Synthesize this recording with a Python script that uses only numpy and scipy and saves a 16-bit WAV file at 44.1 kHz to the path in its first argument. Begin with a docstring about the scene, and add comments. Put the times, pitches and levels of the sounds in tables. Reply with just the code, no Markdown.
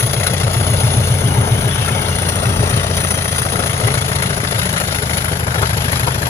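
"""A diesel locomotive, just out of sight to the left, hauls coaches past an open field.
From the start the wheels roll and eight cylinders fire in uneven pairs: each firing booms in the
exhaust pipe, puffs hiss and drives the turbocharger's whistle. For two seconds one cylinder thumps hard,
while the wheels cross rough rail and squeal. Later the thumps come only now and then. Near four seconds
the exhaust barks loudest; then the engine slows a little and wheels clank over rail joints."""
import sys
import numpy as np
from scipy import signal
from scipy.fft import rfft, irfft
from scipy.io import wavfile
from scipy.ndimage import uniform_filter1d

SR = 44100
rng = np.random.default_rng(int(sys.argv[2]) if len(sys.argv) > 2 else 0)


def int16_out(signal):
    """Quantize to a 16-bit WAV file."""
    q = np.round(np.clip(np.atleast_2d(signal).T, -1, 1) * 32767)
    wavfile.write(sys.argv[1], SR, q.astype(np.int16))


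N = 277376
TIME = np.arange(N) / SR
FREQS = np.fft.rfftfreq(N, 1 / SR)


def gain_of(db):
    return 10 ** (np.asarray(db) / 20)

def unit_level(x):
    return x / np.sqrt(np.mean(x ** 2) + 1e-20)

def over_time(rows, column=1):
    """Join a table's points with straight lines in time."""
    rows = np.array(rows)
    return np.interp(TIME, rows[:, 0], rows[:, column])

def over_pitch(rows, column=1):
    """Join a table's points with straight lines from low pitch to high."""
    rows = np.array(rows)
    return np.interp(np.log(FREQS + 1), np.log(rows[:, 0] + 1), rows[:, column])

def add(mix, start_s, sound):
    part = mix[max(round(start_s * SR), 0):][:len(sound)]
    part += sound[:len(part)]

def wander(hz):
    """A random wobble, no faster than about hz."""
    return unit_level(irfft(rfft(rng.standard_normal(N)) * np.exp(-(FREQS / hz) ** 2), N))

def swells(rows, edge_drop_db=5):
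    """Rounded swells of loudness, each rising to its middle and falling again."""
    return np.sqrt(sum(gain_of(db - edge_drop_db * (2 * (TIME - middle) / length) ** 2) ** 2
                       for middle, length, db in rows))

def mottled(noise, patch_db=2.5):
    """Swirling air gives each instant a slightly different tone."""
    slices = signal.stft(noise, nperseg=512)[2]
    patches = uniform_filter1d(rng.standard_normal(slices.shape[1:]), size=3, axis=0)
    patches = unit_level(uniform_filter1d(patches, size=4, axis=1))
    return signal.istft(slices * gain_of(patch_db * patches), nperseg=512)[1][:, :N]

# The echo off the ground: time_s, delay_s, strength (0-1)
GROUND_ECHO = [(0, 0.0015, 0.24), (1.8, 0.0013, 0.21), (2.8, 0.0016, 0.2), (4, 0.001457, 0.12),
               (6.29, 0.0012, 0.17)]
def bounced(sound):
    """Sound mixes with its bounce off the ground, which weakens some pitches."""
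    echo = np.interp(TIME - over_time(GROUND_ECHO), TIME, sound)
    return sound + over_time(GROUND_ECHO, column=2) * echo

# How fast the engine runs: time_s, cycles_per_s
ENGINE_SPEED = [(0.0, 7.2532), (0.45, 7.5408), (0.9, 7.396), (1.35, 7.427), (1.8, 7.3948), (2.25, 7.3792),
                (2.7, 7.3232), (3.15, 7.2388), (3.6, 7.2002), (4.05, 7.0902), (4.5, 6.9265), (4.95, 6.7725),
                (5.4, 6.6722), (5.85, 6.65), (6.3, 6.7195)]
def cycles():
    """Engine cycles so far; every cylinder fires once a cycle."""
    return np.cumsum(over_time(ENGINE_SPEED)) / SR

# Where the bodywork rings: pitch_hz, width_hz, lift_db
BODYWORK = [(410, 26, 5), (637, 30, 3.5), (907, 32, 5), (1330, 660, 3.5), (3410, 1400, 1.5)]
# How left and right compare: pitch_hz, left_louder_db, likeness (0-1), left_lead_radians
STEREO = [(60, .6, .99, 0), (150, 2.2, .99, 0), (280, 5.8, .93, 0), (480, 8.8, .8, .2),
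          (700, 10.5, .78, .9), (950, 10, .8, 2.2), (1500, 9.4, .85, 2.5), (2100, 10, .72, 2.1),
          (3500, 9, .65, 2.6), (5200, 10, .5, 3.6), (8000, 7, .4, 4.5), (15000, 4, .4, 5.6)]
def outdoor_noise(tone, loudness, repeat=0):
    """Stereo noise shaped by a tone table, bodywork and ground; a share repeats each engine cycle."""
    fresh = mottled(rng.standard_normal((2, N)))
    looped = rng.standard_normal((2, SR))[:, (cycles() % 1 * SR).astype(int)]
    noises = np.sqrt(1 - repeat) * fresh + np.sqrt(repeat) * looped
    left, other = (rfft(bounced(noise * loudness)) for noise in noises)
    likeness = over_pitch(STEREO, column=2)
    right = likeness * left + np.sqrt(1 - likeness ** 2) * other
    right *= gain_of(-over_pitch(STEREO)) * np.exp(-1j * over_pitch(STEREO, column=3))
    lift_db = sum(db / (1 + (2 * (FREQS - hz) / width) ** 2) for hz, width, db in BODYWORK)
    return unit_level(irfft(np.array([left, right]) * gain_of(over_pitch(tone) + lift_db), N))

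# The tone of wheels rolling, thudding and singing: pitch_hz, level_db
ROLL_TONE = [(20, -28), (40, -22), (100, -6.5), (180, 8), (280, -21.5), (400, -11), (600, -23.5),
             (820, -4.5), (1050, -13), (1600, -30), (3000, -24), (6000, -17), (15000, -54)]
THUD_TONE = [(20, -31), (50, 1.5), (120, 2.5), (200, 4), (260, 4), (340, 1), (430, 2.5), (600, -18),
             (820, 0), (1200, -8), (3000, -17.5), (8000, -66)]
SING_TONE = [(800, -13), (1400, -4.5), (2000, -10), (2400, -8), (2900, -2), (3450, 2), (4200, -17),
             (8000, -42)]
# When wheels cross rough rail, and when they sing out: middle_s, length_s, level_db
ROUGH_RAIL = [(.8, 0.43, -25), (1.42, 0.37, -22), (2, 0.19, -23), (2.55, 0.5, -23)]
SING_SWELLS = [(.85, 1, -34), (1.85, 0.68, -28.5)]
def wheels(roar_db=-28, steady_sing_db=-39):
    """Wheels roar steadily, thud on rough rail and now and then sing."""
    shake, scrape = gain_of(1.4 * wander(54)), gain_of(2.6 * wander(60))
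    roar = outdoor_noise(ROLL_TONE, shake) * gain_of(roar_db)
    thud = outdoor_noise(THUD_TONE, shake) * swells(ROUGH_RAIL)
    sing = outdoor_noise(SING_TONE, scrape) * np.hypot(gain_of(steady_sing_db), swells(SING_SWELLS))
    return roar + thud + sing

# Short wheel squeals: middle_s, length_s, pitch_hz, level_db
SQUEALS = [(1.315, 0.044, 2900, -31), (1.72, 0.053, 3400, -30), (1.827, .09, 2680, -32),
           (1.9, 0.087, 2560, -33), (1.973, 0.079, 2200, -33), (2.06, 0.034, 3260, -32.5),
           (2.122, 0.047, 2850, -31)]
def squeals(width_hz=45, right_db=-7):
    """A wheel's rim rubs the rail and rings with one fuzzy tone after another."""
    out = np.zeros(N)
    for middle, length, hz, db in SQUEALS:
        ring = irfft(rfft(rng.standard_normal(N)) / (1 + ((FREQS - hz) / width_hz) ** 2), N)
        out += swells([(middle, length, db)]) * unit_level(ring)
    return np.array([out, gain_of(right_db) * out])

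# Clinks under the train: start_s, pitch_hz, level_db
CLINKS = [(1.877, 1360, -15.5), (2.085, 1400, -24), (3.938, 1465, -21), (5.583, 1720, -23),
          (5.955, 1220, -21), (6.104, 1800, -28)]
def clinks(rise_s=0.0049, right_db=-9):
    """Loose parts around the wheels ring briefly."""
    t, out = np.arange(SR // 8) / SR, np.zeros(N)
    for start, hz, db in CLINKS:
        add(out, start, gain_of(db) * t / rise_s * np.exp(1 - t / rise_s) * np.sin(2 * np.pi * hz * t))
    return np.array([out, gain_of(right_db) * out])

# Wheels strike rail joints: start_s, level_db
CLANKS = [(2.422, -20), (3.873, -20.5), (5.554, -19.5), (5.623, -16), (6.070, -15)]
# The tone of a clank: pitch_hz, level_db
CLANK_TONE = [(200, -17), (450, 3.5), (700, 2), (1000, 3), (1400, 3), (2000, -15), (5000, -11),
              (12000, -39)]
def clanks(rise_s=0.0079):
    """A wheel drops into a rail joint with a short, dull clank."""
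    t, blows = np.arange(SR // 8) / SR, np.zeros(N)
    for start, db in CLANKS:
        add(blows, start, gain_of(db) * t / rise_s * np.exp(1 - t / rise_s))
    return blows * outdoor_noise(CLANK_TONE, 1)

# One row for each cylinder:
# place_in_cycle (0-1), push_db, puff_lag_s, hiss_db, bark_db, rattle_db, knock_db, whistle_db
CYLINDERS = [(.015, 1.5, 0.00029, 7.5, 3, 7, -7.5, 6), (0.185, 8.5, 0.00076, 6.5, -5.5, 8.5, -4, 8.5),
             (0.245, -5.8, 0.0037, 6, -6.5, 3.5, -21, 4), (.431, -0.5, 0.0011, 7, 4, 6, 0, 11),
             (0.512, 8, 0.00026, 6.5, 2, 8, -4, 2.5), (.663, 5, 0.0026, 7.5, -3, 5.5, -15, 3),
             (0.77, 5, .0003, 5.5, -2, 6, -12, 8.5), (0.928, 3.1, 0.0012, 8.5, 3, 7.5, -13, 12.5)]
PLACES, PUSH_DB, PUFF_LAG_S, HISS_DB, BARK_DB, RATTLE_DB, KNOCK_DB, WHISTLE_DB = np.transpose(CYLINDERS)
def puffs(strengths_db, rise_s, jitter_s=0.00013, uneven_db=1.0, ragged_db=1.5):
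    """Power of the gas flow: each cylinder lets out a quick, ragged puff."""
    power = np.zeros(N)
    for place, lag_s, db in zip(PLACES, PUFF_LAG_S, strengths_db):
        turns = cycles() - place + 1
        since_firing_s = turns % 1 / over_time(ENGINE_SPEED)
        size, late = rng.standard_normal((64, 2))[turns.astype(int)].T  # new for each firing
        age = np.maximum(since_firing_s - lag_s - jitter_s * late, 0) / rise_s
        power += (gain_of(db + uneven_db * size) * age * np.exp(-age)) ** 2
    power *= gain_of(ragged_db * wander(680)) ** 2
    return power / power.mean()

# How clearly the puffs stand apart: time_s, puffiness (0-1)
PUFFINESS = [(0, 1), (.6, .9), (1.05, .6), (1.75, .75), (2.5, .85), (3.1, 1), (6.29, 1)]
def flow(puff_power, depth):
    """Loudness of a gas flow that is partly puffs, partly steady."""
    share = depth * over_time(PUFFINESS)
    return np.sqrt(share * puff_power + 1 - share)

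# Sharp spits of exhaust: peak_s, level_db
SPITS = [(.031, -29), (0.066, -24), (.135, -17), (.237, -19), (0.27, -15), (.336, -23), (.438, -27),
         (2.018, -30), (2.153, -29), (2.187, -23), (2.22, -27), (2.292, -18.5), (3.11, -21), (3.145, -34),
         (3.281, -21), (3.385, -22), (3.876, -27), (3.944, -42), (4.158, -21), (4.229, -36), (4.515, -36),
         (4.592, -23), (4.668, -42), (4.697, -26), (4.807, -42), (5.028, -43), (5.178, -23)]
def spits(rise_s=0.0035):
    """Loudness of the sharpest puffs, shared by whistle, hiss and rattle."""
    t, out = np.arange(SR // 20) / SR, np.zeros(N)
    for peak_s, db in SPITS:
        add(out, peak_s - rise_s, gain_of(db) * t / rise_s * np.exp(1 - t / rise_s))
    return out

# The note of the turbocharger, a fan spun by the exhaust: time_s, pitch_hz
TURBO_PITCH = [(0, 10320), (.48, 10630), (1.05, 10210), (1.55, 10110), (2.3, 9860), (2.95, 9880),
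               (3.6, 10260), (4.5, 10830), (5.4, 11040), (6.29, 11150)]
# Bands of noise around that note: offset_hz, width_hz, level_db
TURBO_BANDS = [(5, 490, 1), (-230, 310, 1.5), (350, 290, -19), (-3870, 330, -7), (3871, 310, -8.5)]
def turbo_blades(spread, sag_hz=0, waver_hz=45, right_db=-4, right_lead_radians=0.77):
    """Narrow bands of blade noise waver and glide with the turbocharger's speed."""
    offset = np.fft.fftfreq(N, 1 / SR) + sag_hz
    bands = np.sqrt(sum((gain_of(db) / (1 + ((offset - shift) / (spread * width)) ** 2)) ** 2
                        for shift, width, db in TURBO_BANDS))
    left, other = np.fft.ifft(bands * (rng.standard_normal((2, N)) + 1j * rng.standard_normal((2, N))))
    right = gain_of(right_db) * (left + 0.25 * other) * np.exp(1j * right_lead_radians)
    pitch = over_time(TURBO_PITCH) + waver_hz * wander(34.96)
    spin = np.exp(2j * np.pi * np.cumsum(pitch) / SR)  # lifts the bands up to the note
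    return unit_level((np.array([left, right]) * spin).real)

# How loud the whistle is: time_s, level_db
WHISTLE_LEVEL = [(.05, -23.5), (.43, -31), (.6, -25), (.9, -25), (1.25, -27.5), (2.7, -27), (2.85, -30.5),
                 (3.03, -25), (4.45, -29.5), (5.22, -27), (5.5, -32.5), (5.8, -28.5), (6.29, -31)]
def turbo_whistle(rasp_db=-11.5, rasp_db_per_s=1.32):
    """Each puff drives the whistle and tears it into a wider, lower rasp that grows with time."""
    blasts = puffs(WHISTLE_DB, rise_s=0.0055)
    level = gain_of(over_time(WHISTLE_LEVEL))
    whistle_level = flow(blasts, depth=0.55) * level + gain_of(-5.5) * spits()
    rasp_level = np.sqrt(blasts) * level * gain_of(rasp_db + rasp_db_per_s * TIME)
    return whistle_level * turbo_blades(spread=0.65) + rasp_level * turbo_blades(spread=1.17, sag_hz=397)

# When the whistle turns clear: middle_s, length_s, level_db
CLEAR_NOTES = [(.62, 0.083, -30), (.81, 0.049, -27), (.94, 0.068, -23)]
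def clear_whistle(waver_hz=60, right_db=-4):
    """For brief moments the turbocharger sings one wavering tone."""
    pitch = over_time(TURBO_PITCH) + waver_hz * wander(70)
    tone = swells(CLEAR_NOTES) * unit_level(np.sin(2 * np.pi * np.cumsum(pitch) / SR))
    return np.array([tone, gain_of(right_db) * tone])

# The tone of the hiss: pitch_hz, level_db
HISS_TONE = [(150, -23), (300, -15), (600, -3), (1050, -11), (2100, -8.5), (2600, -4.5), (4000, -5.5),
             (5500, -8), (7000, -13.5), (8200, -16.5), (11000, -17), (12500, -85), (15500, -63)]
# How loud the hiss is: time_s, level_db
HISS_LEVEL = [(0, -25.5), (.6, -27), (.85, -25.5), (1.08, -28), (1.45, -31), (1.75, -27.5), (3, -25.5),
              (3.45, -27.5), (3.62, -25.5), (5.2, -24.5), (5.45, -28.5), (5.65, -23.5), (6.29, -26.5)]
def exhaust_hiss():
    """Gas leaves the exhaust in hissing puffs."""
    jets = flow(puffs(HISS_DB, rise_s=0.0045), depth=0.73)
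    hiss = outdoor_noise(HISS_TONE, jets) * gain_of(over_time(HISS_LEVEL))
    return hiss + gain_of(-2) * spits() * outdoor_noise(HISS_TONE, 1)

# The tone of the rattle: pitch_hz, level_db
RATTLE_TONE = [(250, -50), (600, -8), (800, -8), (1050, -2.5), (1350, -0.5), (1750, 1.5), (2150, 1),
               (2600, -14.5), (4000, -29), (9000, -50)]
# How loud the rattle is: time_s, level_db
RATTLE_LEVEL = [(0, -28.5), (.85, -30.5), (1.1, -31), (1.75, -28), (2.6, -28), (3.1, -26), (3.45, -26.5),
                (3.7, -25), (4.5, -24), (5.4, -25.5), (5.65, -23), (6.29, -25.5)]
def exhaust_rattle(delay_s_per_s=0.000028, no_delay_at_s=3.25):
    """Puffs clatter hard, reaching the right side ever later as the locomotive draws left."""
    cracks = flow(puffs(RATTLE_DB, rise_s=0.004), depth=0.8)
    rattle = outdoor_noise(RATTLE_TONE, cracks, repeat=0.3) * gain_of(over_time(RATTLE_LEVEL))
    left, right = rattle + gain_of(-11) * spits() * outdoor_noise(RATTLE_TONE, 1)
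    delay_s = delay_s_per_s * (TIME - no_delay_at_s)
    return np.array([left, np.interp(TIME - delay_s, TIME, right)])

# The tone of the bark: pitch_hz, level_db
BARK_TONE = [(150, -2.5), (250, -2), (330, -8), (420, -0.5), (540, -1), (680, -2.5), (800, -7.5),
             (930, -9.5), (1100, -8), (2000, -24), (5000, -61)]
# How hard the engine works: time_s, effort_db
EFFORT = [(0, 2), (.5, 6), (.88, 5.5), (1.15, 5), (1.45, 6), (2.25, 5.5), (2.62, 7.5), (3.05, 4),
          (3.42, 0.5), (3.58, 10.5), (3.73, 3), (3.86, 13), (4.0, 5), (4.55, 4), (5.3, 4.5), (5.62, 6),
          (6.29, 7)]
def exhaust_bark(base_db=-28, fade_db_per_s=0.5):
    """Low gusts of exhaust bark louder when the engine works harder."""
    gusts = flow(puffs(BARK_DB, rise_s=0.0064), depth=0.66)
    level_db = base_db + 0.79 * over_time(EFFORT) - fade_db_per_s * TIME
    return outdoor_noise(BARK_TONE, gusts, repeat=0.55) * gain_of(level_db)

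def from_firing(place):
    """Distance, in cycles, from a cylinder's nearest firing; negative just before it."""
    return (cycles() - place + .5) % 1 - .5

def knocks(jump_s=0.0005, level_db=-17, uneven_db=3.5):
    """Each firing starts with a steep jump in pressure: a dry, regular knock."""
    out = np.zeros(N)
    for place, db in zip(PLACES, KNOCK_DB):
        age = from_firing(place) / over_time(ENGINE_SPEED) / jump_s
        out += gain_of(db) * age * np.exp(-.5 * age ** 2)
    return out * gain_of(level_db + uneven_db * wander(25))

# A cylinder fires hard: start_s, level_db
THUMPS = [(0.033, -8.5), (0.1697, -12.5), (0.3036, -14), (0.4378, -9), (0.5712, -11), (0.705, -10.5),
          (0.8395, -7), (0.975, -6), (1.109, -7), (1.2442, -7.5), (1.3786, -4.5), (1.5138, -4), (1.647, -7),
          (1.7841, -11), (1.9187, -13), (2.462, -9.5), (2.5982, -9), (2.7345, -10), (3.842, -8),
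          (3.9808, -22), (4.552, -13), (5.5883, -13), (5.738, -16), (6.0365, -14)]
def thumps(ring_db=-19):
    """A hard firing swells in the silencer, which rings on a little higher."""
    t, out = np.arange(SR // 4) / SR, np.zeros(N)
    def hum(hz, rise_s):
        return (t / rise_s) ** 2 * np.exp(2 - 2 * t / rise_s) * np.sin(2 * np.pi * hz * t)
    thump = hum(hz=119.6, rise_s=0.013) + gain_of(ring_db) * hum(hz=136, rise_s=0.065)
    for start, db in THUMPS:
        add(out, start, gain_of(db) * thump)
    return out

# The notes the exhaust pipe rings at: pitch_hz, width_hz, gain (minus flips the wave)
PIPE_NOTES = [(51.7, 5, -.13), (79.7, 8.3, .09), (90.6, 5.1, .28), (125.9, 80.3, .77), (136.9, 75.4, -.8),
              (173.7, 30.6, .02), (261.7, 25, -.015)]
# How loud the whole boom is, and the extra for its deepest notes: time_s, level_db
BOOM_LEVEL = [(0, 2), (.5, 4.5), (1, 7), (1.5, 3), (2, 1), (2.6, 3), (3.35, 2), (3.9, 6.5), (4.6, 3),
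              (5.2, 1), (5.7, 5.5), (6.29, 4)]
DRONE_LEVEL = [(0, -1), (1.3, -.5), (2.3, 3.5), (3.1, 2.8), (4, -7), (5.1, 2.5), (6.29, -1.5)]
def pipe_boom(pulse_cycles=0.004, uneven_db=0.5, drone_below_hz=100):
    """Every firing pushes a short pulse into the ringing exhaust pipe."""
    push = sum(gain_of(db) * np.exp(-.5 * (from_firing(place) / pulse_cycles) ** 2)
               for place, db in zip(PLACES, PUSH_DB))
    push *= gain_of(over_time(BOOM_LEVEL) + uneven_db * wander(29))
    drone, out = gain_of(over_time(DRONE_LEVEL)), np.zeros(N)
    for hz, width, gain in PIPE_NOTES:
        ring = signal.lfilter(*signal.iirpeak(hz, hz / width, SR), push)
        out += gain * (drone if hz < drone_below_hz else 1) * ring
    return out

def scene():
    """The engine whistles, hisses, rattles, barks and booms over the rolling train."""
    train = wheels() + squeals() + clinks() + clanks()
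    surge = gain_of(0.86 * wander(9.1))  # these three swell and sink together a little
    rush = surge * (turbo_whistle() + exhaust_hiss() + exhaust_rattle())
    lean_left = gain_of(np.array([[.5], [-.5]]) * over_pitch(STEREO))
    firings = irfft(rfft(knocks() + thumps() + pipe_boom()) * lean_left, N)
    return train + rush + clear_whistle() + exhaust_bark() + firings

def record(dry, low_cut_hz=34, high_cut_hz=15600, clean_limit=0.8, headroom=0.16):
    """Trim the deepest rumble, round off the tallest peaks and cut the highest treble."""
    trimmed = irfft(rfft(dry) / np.sqrt(1 + (low_cut_hz / (FREQS + 1)) ** 4), N)
    clean = np.clip(trimmed, -clean_limit, clean_limit)
    rounded = clean + headroom * np.tanh((trimmed - clean) / headroom)
    treble_cut = signal.firwin(511, high_cut_hz, window=("kaiser", 9), fs=SR)
    return signal.oaconvolve(rounded, treble_cut[None], "same")


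dry = scene()
out = record(dry)
int16_out(out)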